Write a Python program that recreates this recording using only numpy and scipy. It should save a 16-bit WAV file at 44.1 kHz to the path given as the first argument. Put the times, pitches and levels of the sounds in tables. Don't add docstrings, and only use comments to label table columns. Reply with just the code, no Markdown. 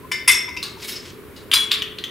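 import sys
import numpy as np
from scipy import signal
from scipy.fft import rfft, irfft, next_fast_len
from scipy.io import wavfile

SR = 44100
rng = np.random.default_rng(int(sys.argv[2]) if len(sys.argv) > 2 else 0)


def linear_from_db(decibels):
    return 10 ** (np.asarray(decibels, float) / 20)


def output_pcm(signal):
    pcm = np.clip(np.atleast_2d(signal).T, -1, 1) * 32767
    wavfile.write(sys.argv[1], SR, np.round(pcm).astype(np.int16))


N = 92610


def unit(x):
    return x / np.sqrt(np.mean(x ** 2) + 1e-20)


def along(points, hz):
    f, v = np.transpose(points)
    return np.interp(np.log(hz + 1), np.log(f + 1), v)


def filtered(x, response):
    n = x.shape[-1]
    m = next_fast_len(n + 8192)
    return irfft(rfft(x, m) * response(np.fft.rfftfreq(m, 1 / SR)), m)[..., :n]


def paired(pair, alike, gain=lambda hz: 1):
    def mid_side_gain(hz):
        turn = np.arccos(np.clip(along(alike, hz), -1, 1)) / 2
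        return gain(hz) * np.array([np.cos(turn), np.sin(turn)])

    mid, side = filtered(pair, mid_side_gain)
    return np.array([mid + side, mid - side])


def resonance(center, width):
    return lambda f: 1j * f * width / (center * center - f * f + 1j * f * width)


def wobble(count, size, rate):
    at = np.arange(size) * rate / SR
    return np.array([np.interp(at, np.arange(len(row)), row) for row in rng.standard_normal((count, 400))])


# (frequency [Hz], t60 [s])
ROOM_DECAY = [(500, 0.78), (2000, 0.57), (5000, 0.32), (12000, 0.24)]
# (frequency [Hz], likeness [0..1])
ROOM_ALIKE = [(700, 0.39), (2500, 0.61), (5000, 0.82), (9000, 1), (14000, 0.71)]


def room(x):
    hz, t, z = signal.stft(rng.standard_normal((2, SR // 2)), SR, nperseg=256)
    decay = linear_from_db(-60 * t / along(ROOM_DECAY, hz)[:, None])
    tail = paired(signal.istft(z * decay, SR, nperseg=256)[1], ROOM_ALIKE)
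    tail = tail * (1 - np.exp(-np.arange(tail.shape[1]) / SR / 0.0017))
    return signal.fftconvolve(x[None], tail / np.linalg.norm(tail[0]), axes=1)


def struck(hits, modes, clatter, ring_db, rough, clatter_db, clatter_t60, click_t60, tick_db, wet_db, pan_db,
           damped_s=np.inf):
    out, t = np.zeros((2, N + 2 * SR)), np.arange(SR * 2 // 5) / SR
    crowd_db = 3.5 * rng.standard_normal(500)
    hz, level, t60 = np.transpose(modes)[:, :, None]
    loudest = max(hit[1] for hit in hits)
    low_cut = signal.butter(6, 946, "high", fs=SR, output="sos")
    steadiness = np.repeat(np.clip(hz / 4200, .45, 1), 2, axis=0)

    def clatter_gain(f):
        return linear_from_db(along(clatter, f) + np.interp(f / 50, np.arange(500), crowd_db))

    for s, db, share_db, click_hz in hits:
        shake = wobble(count=2 * len(modes), size=len(t), rate=110.6) * rough * steadiness
        swell, phase = 4.6 * shake[::2], 1.64 * shake[1::2]
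        ring = linear_from_db(level + swell - 60 * t / t60) * np.sin(2 * np.pi * hz * t + phase)
        ring = ring.sum(0) * linear_from_db(-np.clip(s + t - damped_s, 0, .015) * 900)

        click = linear_from_db(-60 * t / click_t60) * np.sin(2 * np.pi * click_hz * t)
        click = click * (1 - np.exp(-t / 0.000085)) * 1.17
        tick = linear_from_db(tick_db) * (t == 0)

        noise = unit(filtered(rng.standard_normal(len(t)), clatter_gain)) * linear_from_db(-60 * t / clatter_t60)
        body = linear_from_db(ring_db) * ring + linear_from_db(clatter_db) * noise
        blow = click + tick + linear_from_db(share_db) * body * (1 - np.exp(-t / 0.00052))

        softness_db = db + min(share_db, 0) - loudest
        blow = filtered(linear_from_db(db) * blow, lambda f: linear_from_db(0.45 * softness_db * f / 32400))
        blow = signal.sosfilt(low_cut, blow)
        wet, at, side = room(blow), round(s * SR), linear_from_db([[pan_db / 2], [-pan_db / 2]])
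        out[:, at:at + len(t)] += blow * side
        out[:, at:at + wet.shape[1]] += linear_from_db(wet_db) * wet * side
    return out[:, :N]


# (frequency [Hz], density [dB per Hz])
RUMBLE = [(13, -31), (22, -19.5), (75, -1), (178, -5.5), (301, -3.5), (340, -7), (419, -5.5), (800, -22.5),
          (1040, -56), (1760, -120)]
# (frequency [Hz], density [dB per Hz])
HISS = [(700, -23.5), (1000, -3), (2270, -9), (6230, -23.5), (10400, -18.5), (15600, -18.5)]
# (frequency [Hz], width [Hz], level [dB])
FRIDGE_HUM = [
    (375.2, 46, -49),
    (426.5, 2.2, -49.5),
]
# (frequency [Hz], likeness)
AIR_ALIKE = [(60, 0.66), (240, 0.74), (700, 0.92), (3770, 0.32), (15000, 0.92)]


def kitchen_air():
    def layer(gain):
        return unit(paired(rng.standard_normal((2, N)), AIR_ALIKE, gain))

    air = linear_from_db(-43) * layer(lambda f: linear_from_db(along(RUMBLE, f)))
    air += linear_from_db(-48) * layer(lambda f: linear_from_db(along(HISS, f)))
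    for hz, width, db in FRIDGE_HUM:
        air += linear_from_db(db) * layer(lambda f: resonance(hz, width)(f) ** 2)
    return air


# (time [s], peak level [dB], frequency [Hz])
CAVITY = [
    (0.031, -36, 1030),
    (0.046, -32.5, 1030),
    (0.114, -27, 1006),
    (0.277, -17, 1006),
    (0.481, -26.5, 988),
    (0.566, -29, 973),
    (0.77, -33, 912),
]


def jar_cavity():
    t = np.arange(N) / SR
    air = np.zeros(N)
    for s, db, hz in CAVITY:
        decay = linear_from_db(db - 60 * np.abs(t - s) / 0.061)
        onset = 1 - np.exp(-np.maximum(t - s, 0) / 0.0027)
        air += decay * onset * np.sin(2 * np.pi * hz * t)
    return air * linear_from_db([[1.4], [-1.4]]) + linear_from_db(-8) * room(air)[:, :N]


# (time [s], peak level [dB], ring share [dB], click [Hz])
RIM_TAPS = [
    (.1152, -21, -4, 2300),
    (.1182, -15, 0, 2260),
]
# (frequency [Hz], level [dB], t60 [s])
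RIM_MODES = [(1764, -9, 0.26), (2085, -4.5, 0.26), (2216, 1.5, 0.056), (3000, 0, 0.094), (3603, -8, 0.26),
             (4750, -9.5, 0.2), (5332, -2, 0.25), (5900, -19, .2), (6659, -19.5, 0.2), (7294, -20, 0.21),
             (8550, -21, 0.039), (9300, -21, 0.04)]
# (frequency [Hz], density [dB per Hz])
JAR_CLATTER = [(470, -4.5), (800, -21), (2080, -14.5), (3860, -16.5), (10200, -22.5), (15500, -34)]


def rim_taps():
    return struck(RIM_TAPS, RIM_MODES, JAR_CLATTER, ring_db=-8.5, rough=1.0, clatter_db=-6, clatter_t60=0.084,
                  click_t60=0.013, tick_db=5, wet_db=-3, pan_db=2.5)


# (time [s], peak level [dB], ring share [dB], click [Hz])
JAR_HITS = [
    (.2765, -19, 0, 2500),
    (.2795, -14, 0, 2300),
    (.292, -16, -1, 2200),
    (.301, -22, -1, 2600),
    (.313, -18, -6, 2100),
]
# (frequency [Hz], level [dB], t60 [s])
JAR_MODES = [(2066, -8, 0.23), (2160, -12, 0.25), (2710, -19.5, 0.2), (3520, -21, 0.39), (4775, -15, 0.18),
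             (5390, -13.5, 0.42), (5750, -22, 0.37), (7240, -24, 0.28), (8230, -18.5, 0.32),
             (9360, -18, 0.082), (10070, 1.5, 0.024), (10500, -14, 0.047), (11500, -25, 0.25)]
# (frequency [Hz], level [dB], t60 [s])
DROPPED_MODES = [(2518, 1.5, 0.2), (3280, 2, 0.083), (6430, -6, 0.3), (9030, -11, 0.08), (12700, -8, .2),
                 (13200, -17, 0.1), (14300, -15, 0.15), (14800, -17, .12), (14800, -15, 0.14)]


def spoon_drop():
    glass = struck(JAR_HITS, JAR_MODES, JAR_CLATTER, ring_db=9.5, rough=1.19, clatter_db=-1, clatter_t60=0.037,
                   click_t60=0.035, tick_db=-12, wet_db=-5, pan_db=3)
    spoon = struck(JAR_HITS[:3], DROPPED_MODES, JAR_CLATTER, ring_db=-8.5, rough=1.3, clatter_db=-0.5,
                   clatter_t60=0.22, click_t60=0.0025, tick_db=8, wet_db=-4, pan_db=-1)
    return glass + spoon


# (time [s], peak level [dB], ring share [dB], click [Hz])
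JAR_NUDGES = [
    (.488, -24.5, 0, 2200),
    (.566, -25, 0, 2400),
    (.572, -22, 0, 2630),
]
# (frequency [Hz], level [dB], t60 [s])
NUDGED_MODES = [(2200, -5, .1), (2650, 0, .1), (3750, -6, .06), (4750, -5, .1), (5370, -6, .15),
                (6000, -7, .12)]


def jar_nudges():
    return struck(JAR_NUDGES, NUDGED_MODES, JAR_CLATTER, ring_db=-13, rough=1.0, clatter_db=-9, clatter_t60=0.029,
                  click_t60=0.025, tick_db=-27, wet_db=-2.5, pan_db=1.5)


# (time [s], peak level [dB], ring share [dB], click [Hz])
SPOON_TICKS = [
    (.6274, -16, -20, 4370),
    (.6288, -11, -8.5, 4160),
    (1.363, -46, 14, 5650),
    (1.372, -51, 6, 3980),
]
# (frequency [Hz], level [dB], t60 [s])
SPOON_MODES = [(3860, -10.5, 0.14), (4450, -7, 0.18), (4960, 0.5, 0.061), (6800, -7, 0.14),
               (7920, -21, 0.27), (9260, -11, 0.19), (12250, -6, 0.044)]
# (frequency [Hz], density [dB per Hz])
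SPOON_CLATTER = [(470, -43), (800, -12), (1660, -15.5), (4480, -6), (5470, -11), (15500, -30)]


def spoon_ticks():
    return struck(SPOON_TICKS, SPOON_MODES, SPOON_CLATTER, ring_db=-12, rough=0.75, clatter_db=-9,
                  clatter_t60=0.18, click_t60=0.0047, tick_db=1, wet_db=-0.5, pan_db=1.5)


# (time [s], friction level [dB], fizz over
# friction [dB])
SLIDE_FORCE = [
    (.77, -54, -6),
    (0.821, -37, -7.5),
    (.85, -36, -2),
    (.870, -43, -3),
               (.874, -37.5, 6),
    (0.898, -31.5, 0),
    (.908, -37, -5),
    (.924, -34.5, -1),
    (.95, -35.5, -12),
    (.968, -34.5, -11),
    (.99, -44, -14),
    (1.03, -46, -18),
               (1.058, -37.5, -24),
    (1.15, -60.5, -26),
]
# (frequency [Hz], width [Hz], level [dB], time [s])
SLIDE_RES = [(2140, 110, -4, .845), (3850, 150, -1, .848), (9400, 200, -10, .845), (5260, 90, -1, .892),
             (10800, 140, -5, .898), (3750, 200, -4, .925), (5300, 150, -3, .928), (12300, 250, -9, .922),
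             (5260, 60, 1, .972), (4800, 90, -3, .968), (5240, 60, -4, 1.0)]
# (frequency [Hz], density [dB per Hz])
SLIDE_GRIT = [(700, -21), (1100, -14.5), (2100, -5.5), (4500, -4.5), (7500, -11.5), (15500, -38)]


def slide():
    s, db, fizz_db = np.transpose(SLIDE_FORCE)
    t = np.arange(N) / SR
    force_db = np.interp(t, s, db, left=-120, right=-120)
    count = len(SLIDE_RES) + 2
    burst_db = np.minimum(4.5 * rng.exponential(size=N), 21)
    grit = rng.standard_normal((count, N)) * linear_from_db(burst_db)
    grit = grit * linear_from_db(2.2 * wobble(count=count, size=N, rate=70))

    tone = np.zeros(N)
    for grains, (hz, width, level, at) in zip(grit, SLIDE_RES):
        glint = 0.1 + np.exp(-((t - at) / 0.014) ** 2)
        tone += linear_from_db(level) * unit(filtered(grains * glint, resonance(hz, width)))
    hiss = unit(filtered(grit[-2], lambda f: linear_from_db(along(SLIDE_GRIT, f))))
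    fizz = unit(filtered(grit[-1], lambda f: (f / (9000 + f)) ** 4 / (1 + (f / 13500) ** 6)))
    fizz = fizz * linear_from_db(np.interp(t, s, fizz_db))

    scrape = (linear_from_db(-15.5) * tone + hiss + linear_from_db(-2) * fizz) * linear_from_db(force_db)
    return linear_from_db(-2.5) * scrape * linear_from_db([[.7], [-.7]]) + linear_from_db(-6.5) * room(scrape)[:, :N]


# (time [s], peak level [dB], ring share [dB], click [Hz])
CUP_CLASH = [
    (1.515, -4, -15, 3200),
    (1.5175, -3, -13, 3200),
    (1.527, -7, -20, 3000),
    (1.530, -4, -20, 3100),
    (1.5345, -2, -9, 3500),
    (1.5362, -3, -5, 3400),
    (1.5378, -1, 0, 3400),
]
# (frequency [Hz], level [dB], t60 [s])
CUP_MODES = [(1820, -11.5, 0.024), (2400, -4, 0.033), (2842, -8, 0.034), (3435, -6, 0.037),
             (4827, -7.5, 0.12), (7370, -16.5, 0.3), (9130, -5, 0.042), (9600, -11, .03), (10980, 3, 0.019)]
# (frequency [Hz], density [dB per Hz])
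CUP_CLATTER = [(530, -70), (900, -18.5), (3380, -12.5), (8340, -19), (11100, -17.5), (15500, -28)]


def cup_clash():
    return struck(CUP_CLASH, CUP_MODES, CUP_CLATTER, ring_db=-11.5, rough=0.84, clatter_db=-12, clatter_t60=0.11,
                  click_t60=0.0065, tick_db=-5, wet_db=-4.5, pan_db=2)


# (time [s], peak level [dB], ring share [dB], click [Hz])
CUP_FREED = [
    (1.546, -24, 7, 4040),
    (1.560, -30, 12, 3400),
    (1.5695, -8, -22, 3480),
]
# (frequency [Hz], level [dB], t60 [s])
SONG_MODES = [(3365, 0, 1.0), (4045, -1, .27), (4870, -9, .22), (5745, -22, .8), (6282, -16, .1),
              (7284, -13, .2), (9240, -10, .45)]


def freed_cup():
    closing_s = 1.638
    upper = struck(CUP_FREED[:1], SONG_MODES[1:], CUP_CLATTER, ring_db=2.5, rough=0.2, clatter_db=-10,
                   clatter_t60=0.35, click_t60=.003, tick_db=-28, wet_db=-12, pan_db=1.5,
                   damped_s=closing_s + .012)
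    lowest = struck(CUP_FREED[1:], SONG_MODES[:1], CUP_CLATTER, ring_db=3, rough=0.2, clatter_db=-12,
                    clatter_t60=0.35, click_t60=.003, tick_db=-28, wet_db=-11, pan_db=2.5, damped_s=closing_s)
    return upper + lowest


# (time [s], peak level [dB], ring share [dB], click [Hz])
CUP_KNOCKS = [
    (1.712, -11, -4, 2800),
    (1.7162, 0, -3, 3600),
    (1.739, -9, 0, 3500),
]
# (frequency [Hz], level [dB], t60 [s])
HELD_MODES = [(2550, -13, 0.083), (2730, -13, .03), (3364, -1, 0.19), (3760, -4, 0.078), (4860, -4, 0.11),
              (5600, -17, 0.026), (7310, -4, .03), (9243, -21, 0.23), (10800, -13, .2)]
# (frequency [Hz], density [dB per Hz])
HELD_CLATTER = [(530, -64), (900, -52), (1060, -11.5), (3500, -2), (8050, -23), (15500, -21)]


def held_cup_knocks():
    return struck(CUP_KNOCKS, HELD_MODES, HELD_CLATTER, ring_db=-18, rough=0.43, clatter_db=-9, clatter_t60=0.053,
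                  click_t60=0.0078, tick_db=-37, wet_db=-3, pan_db=1)


# (time [s], peak level [dB], ring share [dB], click [Hz])
CUP_TAPS = [
    (1.821, -8, 0, 3150),
    (1.826, -25, -9, 5950),
    (1.985, -19, 0, 2900),
    (1.987, -18, 0, 4100),
    (2.039, -12, 2, 3200),
    (2.043, -27, -9, 6150),
]
# (frequency [Hz], level [dB], t60 [s])
TAPPED_MODES = [(3235, -3, 0.046), (3490, 0.5, 0.046), (2700, -18, 0.075), (4000, -16.5, .08),
                (6160, -12, 0.043)]
# (frequency [Hz], density [dB per Hz])
TAP_CLATTER = [(530, -67), (1000, -17), (2400, -13.5), (3250, -4), (4500, -20), (8050, -28.5),
               (15500, -28.5)]


def held_cup_taps():
    return struck(CUP_TAPS, TAPPED_MODES, TAP_CLATTER, ring_db=-17.5, rough=1.4, clatter_db=-15.5,
                  clatter_t60=0.057, click_t60=0.0073, tick_db=-38, wet_db=-3.5, pan_db=1)


# (frequency [Hz], left over right [dB])
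SHADOW = [(700, 1.5), (2800, 1.5), (5000, -0.5), (12000, -1)]


def scene():
    near = jar_cavity() + rim_taps() + spoon_drop() + jar_nudges() + spoon_ticks() + slide()
    near += cup_clash() + freed_cup() + held_cup_knocks() + held_cup_taps()
    near = filtered(near, lambda f: linear_from_db(np.outer([.5, -.5], along(SHADOW, f))))
    return kitchen_air() + near


def band_limit(x):
    return signal.sosfilt(signal.butter(12, 15800, fs=SR, output="sos"), x)


def record(dry):
    clipped = dry / (1 + np.abs(dry / .98) ** 8) ** (1 / 8)
    mix = filtered(clipped, lambda hz: hz < 15800)
    return band_limit(mix)


dry = scene()
out = record(dry)
output_pcm(out)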